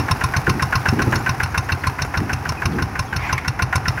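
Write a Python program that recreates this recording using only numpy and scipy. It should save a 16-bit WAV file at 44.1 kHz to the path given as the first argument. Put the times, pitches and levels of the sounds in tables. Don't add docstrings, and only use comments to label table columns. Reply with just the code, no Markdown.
import sys
import numpy as np
from scipy import signal
from scipy.fft import rfft, irfft
from scipy.io import wavfile
from scipy.ndimage import uniform_filter1d

SR = 44100
rng = np.random.default_rng(int(sys.argv[2]) if len(sys.argv) > 2 else 0)


def persist_wave(psi):
    counts = np.round(np.clip(psi, -1, 1) * 32767).astype(np.int16)
    wavfile.write(sys.argv[1], SR, np.atleast_2d(counts).T)


N = 176400
T = np.arange(N) / SR


def from_db(db):
    return 10 ** (np.asarray(db) / 20)


def unit_rms(x):
    return x / np.sqrt(np.mean(x ** 2) + 1e-20)


def colour(x, spectrum):
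    hz, db = np.transpose(spectrum)
    bins_hz = np.maximum(np.arange(N // 2 + 1) * SR / N, 1)
    gain = from_db(np.interp(np.log(bins_hz), np.log(hz), db))
    return unit_rms(irfft(rfft(x) * gain, N))


def noise(spectrum):
    return colour(rng.standard_normal(N), spectrum)


def fader(points):
    return from_db(np.interp(T, *np.transpose(points)))


def bursts(times, levels_db, rise, t60, hold=0):
    out = np.zeros(N)
    for start, db in zip(times, levels_db):
        span = slice(max(int(start * SR), 0), max(int((start + rise + hold + t60) * SR), 0))
        age = T[span] - start
        fall_db = 60 * np.maximum(age - rise - hold, 0) / t60
        out[span] += np.clip(age / rise, 0, 1) * from_db(db - fall_db)
    return out


def swells(rows):
    return sum(bursts([start], [db], rise, t60) for start, rise, t60, db in rows)


def resonate(x, resonances):
    out = 0
    for k, (hz, width, db) in enumerate(resonances):
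        radius = np.exp(-np.pi * width / SR)
        poles = [1, -2 * radius * np.cos(2 * np.pi * hz / SR), radius ** 2]
        gain = (-1) ** k * from_db(db) * (1 - radius ** 2) / 2
        out = out + gain * signal.lfilter([1, 0, -1], poles, x + 1e-18)
    return out


def grain_sizes(spread_db):
    return from_db(spread_db * np.minimum(rng.exponential(1, N), 4))


# (time [s], relative thump level [dB], relative blast level [dB])
EXHAUST_STROKES = [(-0.016, -16.5, -14), (0.1088, -14, -20.0), (0.2362, -15, -22.5), (0.3627, -14.5, -21.5),
                   (0.4922, -15, -20), (0.621, -17.5, -21.5), (0.7515, -15.5, -21), (0.8826, -14, -22.5),
                   (1.0168, -19, -22), (1.1533, -20, -23), (1.2895, -15.5, -22.5), (1.43, -18, -23),
                   (1.5743, -17, -22.0), (1.7181, -17, -23.5), (1.8672, -17, -23), (2.0172, -17, -22.0),
                   (2.1708, -16.5, -25), (2.3284, -17.5, -24.5), (2.4877, -18, -25), (2.6532, -15, -22.5),
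                   (2.8202, -19, -26.5), (2.9896, -18, -23.5), (3.16, -18, -25), (3.3248, -17.5, -23),
                   (3.4767, -17, -21.5), (3.6196, -14.5, -21), (3.7532, -15, -20), (3.8787, -14.5, -21)]
# (frequency [Hz], relative level [dB], t60 [s], polarity)
PIPE_MODES = [(128.6, -8.5, 0.13, -1), (84.3, -4, 0.069, -1), (113.1, 1.04, 0.032, 1)]


def exhaust_thumps(gain_db=17):
    out = np.zeros(N)
    for start, db, _ in EXHAUST_STROKES:
        span = (T >= start) & (T < start + .25)
        age = T[span] - start
        for hz, mode_db, t60, polarity in PIPE_MODES:
            envelope = from_db(db + gain_db + mode_db - 60 * age / t60)
            out[span] += polarity * envelope * np.sin(2 * np.pi * hz * age)
    return out


# (frequency [Hz], bandwidth [Hz], relative level [dB])
MUFFLER_MODES = [(1045, 55.4, 8), (1424, 133, -1), (1820, 330, -12), (2705, 104, -4), (3735, 115, -10),
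                 (4298, 88, -7.5), (5408, 119, 0), (5320, 600, -11.5), (6210, 170, -10.5),
                 (10120, 980, -19.5)]
# (frequency [Hz], relative level [dB])
JET_EQ = [(250, -11.5), (600, 10.5), (1100, -3), (2500, 12), (3300, -4), (6000, 8), (7600, -55),
          (11000, -6.5), (15500, -17)]


def exhaust_blasts(ring_db=18, hiss_db=-2, scatter_db=2.5):
    times, _, db = np.transpose(EXHAUST_STROKES)
    puff = bursts(times, db, rise=0.0042, t60=0.034, hold=0.0019)
    tail = bursts(times, db - 16.5, rise=0.0042, t60=.13)
    flow = puff + tail
    rings = []
    for jet in np.split(flow * rng.standard_normal(N), (times[1:] * SR).astype(int)):
        modes = [(hz, width, level + scatter_db * rng.normal()) for hz, width, level in MUFFLER_MODES]
        rings.append(resonate(jet, modes))
    return from_db(ring_db) * np.concatenate(rings) + from_db(hiss_db) * flow * noise(JET_EQ)


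# (time [s], rise [s], t60 [s], level [dB])
GUSTS = [(-.02, 0.019, 0.45, -23.5), (.158, 0.0026, 0.029, -19), (.476, 0.0037, 0.2, -12),
         (.53, 0.041, 0.18, -23.5), (.922, 0.0088, 0.093, -11), (.95, 0.047, 0.34, -16.5),
         (1.068, 0.01, .08, -11), (1.10, 0.035, 0.53, -22), (2.195, 0.018, 0.15, -16),
         (2.23, 0.042, 0.57, -27.5), (2.66, 0.031, 0.67, -22), (2.72, 0.045, 0.54, -24)]
# (frequency [Hz], relative level [dB])
GUST_EQ = [(20, -43), (60, -5.5), (120, -1.5), (195, -5.5), (260, -3.5), (350, -6), (480, -11.5),
           (900, -31), (3000, -76)]


def gusts():
    air = noise(GUST_EQ)
    compressed = air / np.sqrt(uniform_filter1d(air ** 2, size=500) + 1e-3)
    return swells(GUSTS) * colour(compressed, GUST_EQ)


# (frequency [Hz], relative level [dB])
CLATTER_EQ = [(30, -17), (200, -2.5), (330, 1), (560, -5), (800, 4.5), (1050, 2), (1500, -0.5),
              (2000, -5.5), (2600, -8), (3300, -22.5), (4400, -21.5), (5400, -14), (6500, -22), (7800, -35),
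              (10300, -23.5), (13000, -32), (15500, -37)]
# (time [s], level [dB])
CLATTER_FADER = [(0, -29.5), (.6, -31), (1.1, -29), (1.5, -32.5), (2.1, -32.5), (2.7, -32.5), (3.1, -34.5),
                 (3.5, -35), (4, -31.5)]


def drive_clatter(contacts_per_s=500, contact_db=-9.5):
    sizes = grain_sizes(spread_db=2.5) * rng.choice([-1, 1], N)
    contacts = unit_rms(sizes * (rng.random(N) < contacts_per_s / SR))
    rush = rng.standard_normal(N)
    return fader(CLATTER_FADER) * colour(rush + from_db(contact_db) * contacts, CLATTER_EQ)


# (frequency [Hz], relative level [dB])
RUMBLE_EQ = [(15, -55), (30, -41), (50, -2.5), (70, 1), (130, 0), (195, -11.5), (270, -11), (500, -22.5),
             (1000, -59)]


def frame_rumble(level_db=-30.5):
    return from_db(level_db) * noise(RUMBLE_EQ)


# (time [s], level [dB])
SPATTER_FADER = [(0, -45.5), (.6, -46), (1.15, -43), (1.5, -48), (2.1, -49), (2.6, -51), (3.0, -53.5),
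                 (3.3, -51), (3.6, -61), (4, -50)]
# (frequency [Hz], relative level [dB])
SPATTER_EQ = [(1200, -7), (3300, -4), (5400, -0.5), (7800, -10), (10500, -3.5), (15500, -8)]


def mud_spatter(drops_per_s=1300, t60=0.013):
    drops = grain_sizes(spread_db=4) * (rng.random(N) < drops_per_s / SR)
    decay = from_db(-60 / (t60 * SR))
    splashes = signal.lfilter([1], [1, -decay], drops + 1e-18)
    return fader(SPATTER_FADER) * colour(splashes * rng.standard_normal(N), SPATTER_EQ)


def cycle_times(phase):
    times = np.array(EXHAUST_STROKES)[:, 0]
    gaps = np.diff(times)
    return times + phase * np.r_[gaps, gaps[-1]]


# (delay after the exhaust [cycles], average level [dB])
VALVE_TAPS = [(.2, -30), (.4, -36.5), (.62, -66.5)]


def valve_taps(scatter_db=6.5):
    envelope = np.zeros(N)
    for phase, db in VALVE_TAPS:
        levels_db = db + scatter_db * rng.standard_normal(len(EXHAUST_STROKES))
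        envelope += bursts(cycle_times(phase), levels_db, rise=0.0016, t60=TAP_T60_S)
    return envelope * noise(CLATTER_EQ)


def intake(hz=769, width_hz=23, level_db=-32):
    times = cycle_times(phase=0.3)
    note = unit_rms(resonate(rng.standard_normal(N), [(hz, width_hz, 0)]))
    return note * bursts(times, np.full(len(times), level_db), rise=0.014, t60=0.057)


# (time [s], relative level [dB])
KNOCKS = [(0.083, -17), (0.2099, -16.5), (0.3364, -16), (0.4663, -15.5), (0.5949, -17.0), (0.7245, -14),
          (0.8554, -12.5), (0.9895, -15.5), (1.123, -12.5), (1.2605, -14), (1.3996, -16.0), (1.5436, -17.0),
          (1.6886, -16), (1.8361, -17.5), (1.9863, -18.5), (2.1395, -18.0), (2.2937, -17.5),
          (2.4535, -19.5), (2.618, -18), (2.785, -18.5), (2.9535, -20.5), (3.1254, -19), (3.2917, -20.5),
          (3.446, -20), (3.5901, -17), (3.726, -14.5), (3.8543, -19.5), (3.9738, -21)]
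# (delay after ignition [s], relative level [dB])
SLAPS = [(.0008, -3.5), (.004, 2.5), (.012, -2)]
# (frequency [Hz], bandwidth [Hz], relative level [dB])
BLOCK_MODES = [(754, 83, -4), (1058, 54, 1.5), (1398, 37.5, 5), (1523, 72, 6), (1695, 30, -1.5),
               (1943, 61, -4.5), (2200, 260, -9.5), (2500, 410, -13), (2987, 110, -20)]
# (frequency [Hz], relative level [dB])
CRACK_EQ = [(300, -5), (700, -4), (1200, 0.5), (1700, 3), (2800, -7), (3500, -28), (6000, -21), (8000, -38),
            (15000, -29)]


def combustion_knocks(strike_db=32.5, buzz_db=6, crack_db=-6, jitter_s=0.00041, scatter_db=1):
    times, db = np.transpose(KNOCKS)
    force = bursts(times, db + buzz_db, rise=0.009, t60=0.24) * rng.standard_normal(N)
    for delay, slap_db in SLAPS:
        lateness, accent = rng.standard_normal((len(times), 2)).T
        hits = np.clip((times + delay + jitter_s * lateness) * SR, 0, N - 1).astype(int)
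        force[hits] += from_db(db + strike_db + slap_db + scatter_db * accent)
    crack = bursts(times, db + crack_db, rise=0.00062, t60=0.13) * noise(CRACK_EQ)
    return resonate(force, BLOCK_MODES) + crack


def casing_clacks(start_hz=2469, end_hz=1427, fall_s=0.00444, gain_db=1):
    out = np.zeros(N)
    for start, db in KNOCKS:
        span = (T >= start) & (T < start + .08)
        glide_hz = end_hz + (start_hz - end_hz) * np.exp((start - T[span]) / fall_s)
        detune = 1 + 0.02 * rng.normal()
        envelope = bursts([start], [db + gain_db], rise=0.0056, t60=.028)[span]
        out[span] += envelope * np.sin(2 * np.pi * np.cumsum(glide_hz * detune) / SR)
    return out


def belt_chirps(count=26, length_s=0.039, glide_spread=0.068, level_db=-47.5):
    times = rng.uniform(.5, 3.4, count)
    pitches_hz = rng.uniform(2880, 7010, count)
    return [(start, length_s, hz, hz * (1 + glide_spread * rng.normal()), level_db)
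            for start, hz in zip(times, pitches_hz)]


# (time [s], length [s], start pitch [Hz], end pitch [Hz], level [dB])
SQUEAKS = [(1.086, 0.14, 6500, 6960, -42), (2.566, .045, 2490, 2480, -31)]


def belt_squeaks(waver_depth=0.04):
    out = np.zeros(N)
    waver = unit_rms(uniform_filter1d(rng.standard_normal(N), size=100))
    for start, length, start_hz, end_hz, db in list(SQUEAKS) + belt_chirps():
        span = (T >= start) & (T < start + length)
        progress = (T[span] - start) / length
        hz = (start_hz + (end_hz - start_hz) * progress) * (1 + waver_depth * waver[span])
        envelope = from_db(db) * np.sin(np.pi * progress)
        out[span] += envelope * np.sin(2 * np.pi * np.cumsum(hz) / SR)
    return out


# (time [s], rise [s], t60 [s], level [dB])
SPRAYS = [(3.16, 0.09, 0.91, -24.5), (3.378, 0.0031, 0.04, -19.5)]
# (frequency [Hz], relative level [dB])
SPRAY_EQ = [(300, -46), (700, 0), (1000, 8.5), (1500, -4), (2200, 7.5), (3000, -9.5), (4000, -19),
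            (5600, -16), (8000, -35), (15000, -32)]


def mud_spray():
    return swells(SPRAYS) * noise(SPRAY_EQ)


# (time [s], rise [s], t60 [s], level [dB])
TICKS = [(3.378, 0.0022, 0.05, -33)]
# (frequency [Hz], relative level [dB])
TICK_EQ = [(500, -12), (1500, -1), (2900, -2), (4500, -9), (8000, -7), (15500, -16)]


def wheel_tick():
    return swells(TICKS) * noise(TICK_EQ)


def scene():
    exhaust = exhaust_thumps() + exhaust_blasts()
    engine = exhaust + combustion_knocks() + casing_clacks() + valve_taps() + intake()
    mud = mud_spatter() + mud_spray() + wheel_tick()
    drive = drive_clatter() + frame_rumble() + belt_squeaks()
    return (engine + drive + mud + gusts())[None]


def record(dry, low_cut_hz=25, high_cut_hz=15750):
    low_cut = signal.butter(2, low_cut_hz, "high", fs=SR, output="sos")
    high_cut = signal.ellip(12, .1, 90, high_cut_hz, fs=SR, output="sos")
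    return signal.sosfilt(high_cut, signal.sosfilt(low_cut, dry))


TAP_T60_S = 0.028

dry = scene()
out = record(dry)
persist_wave(out)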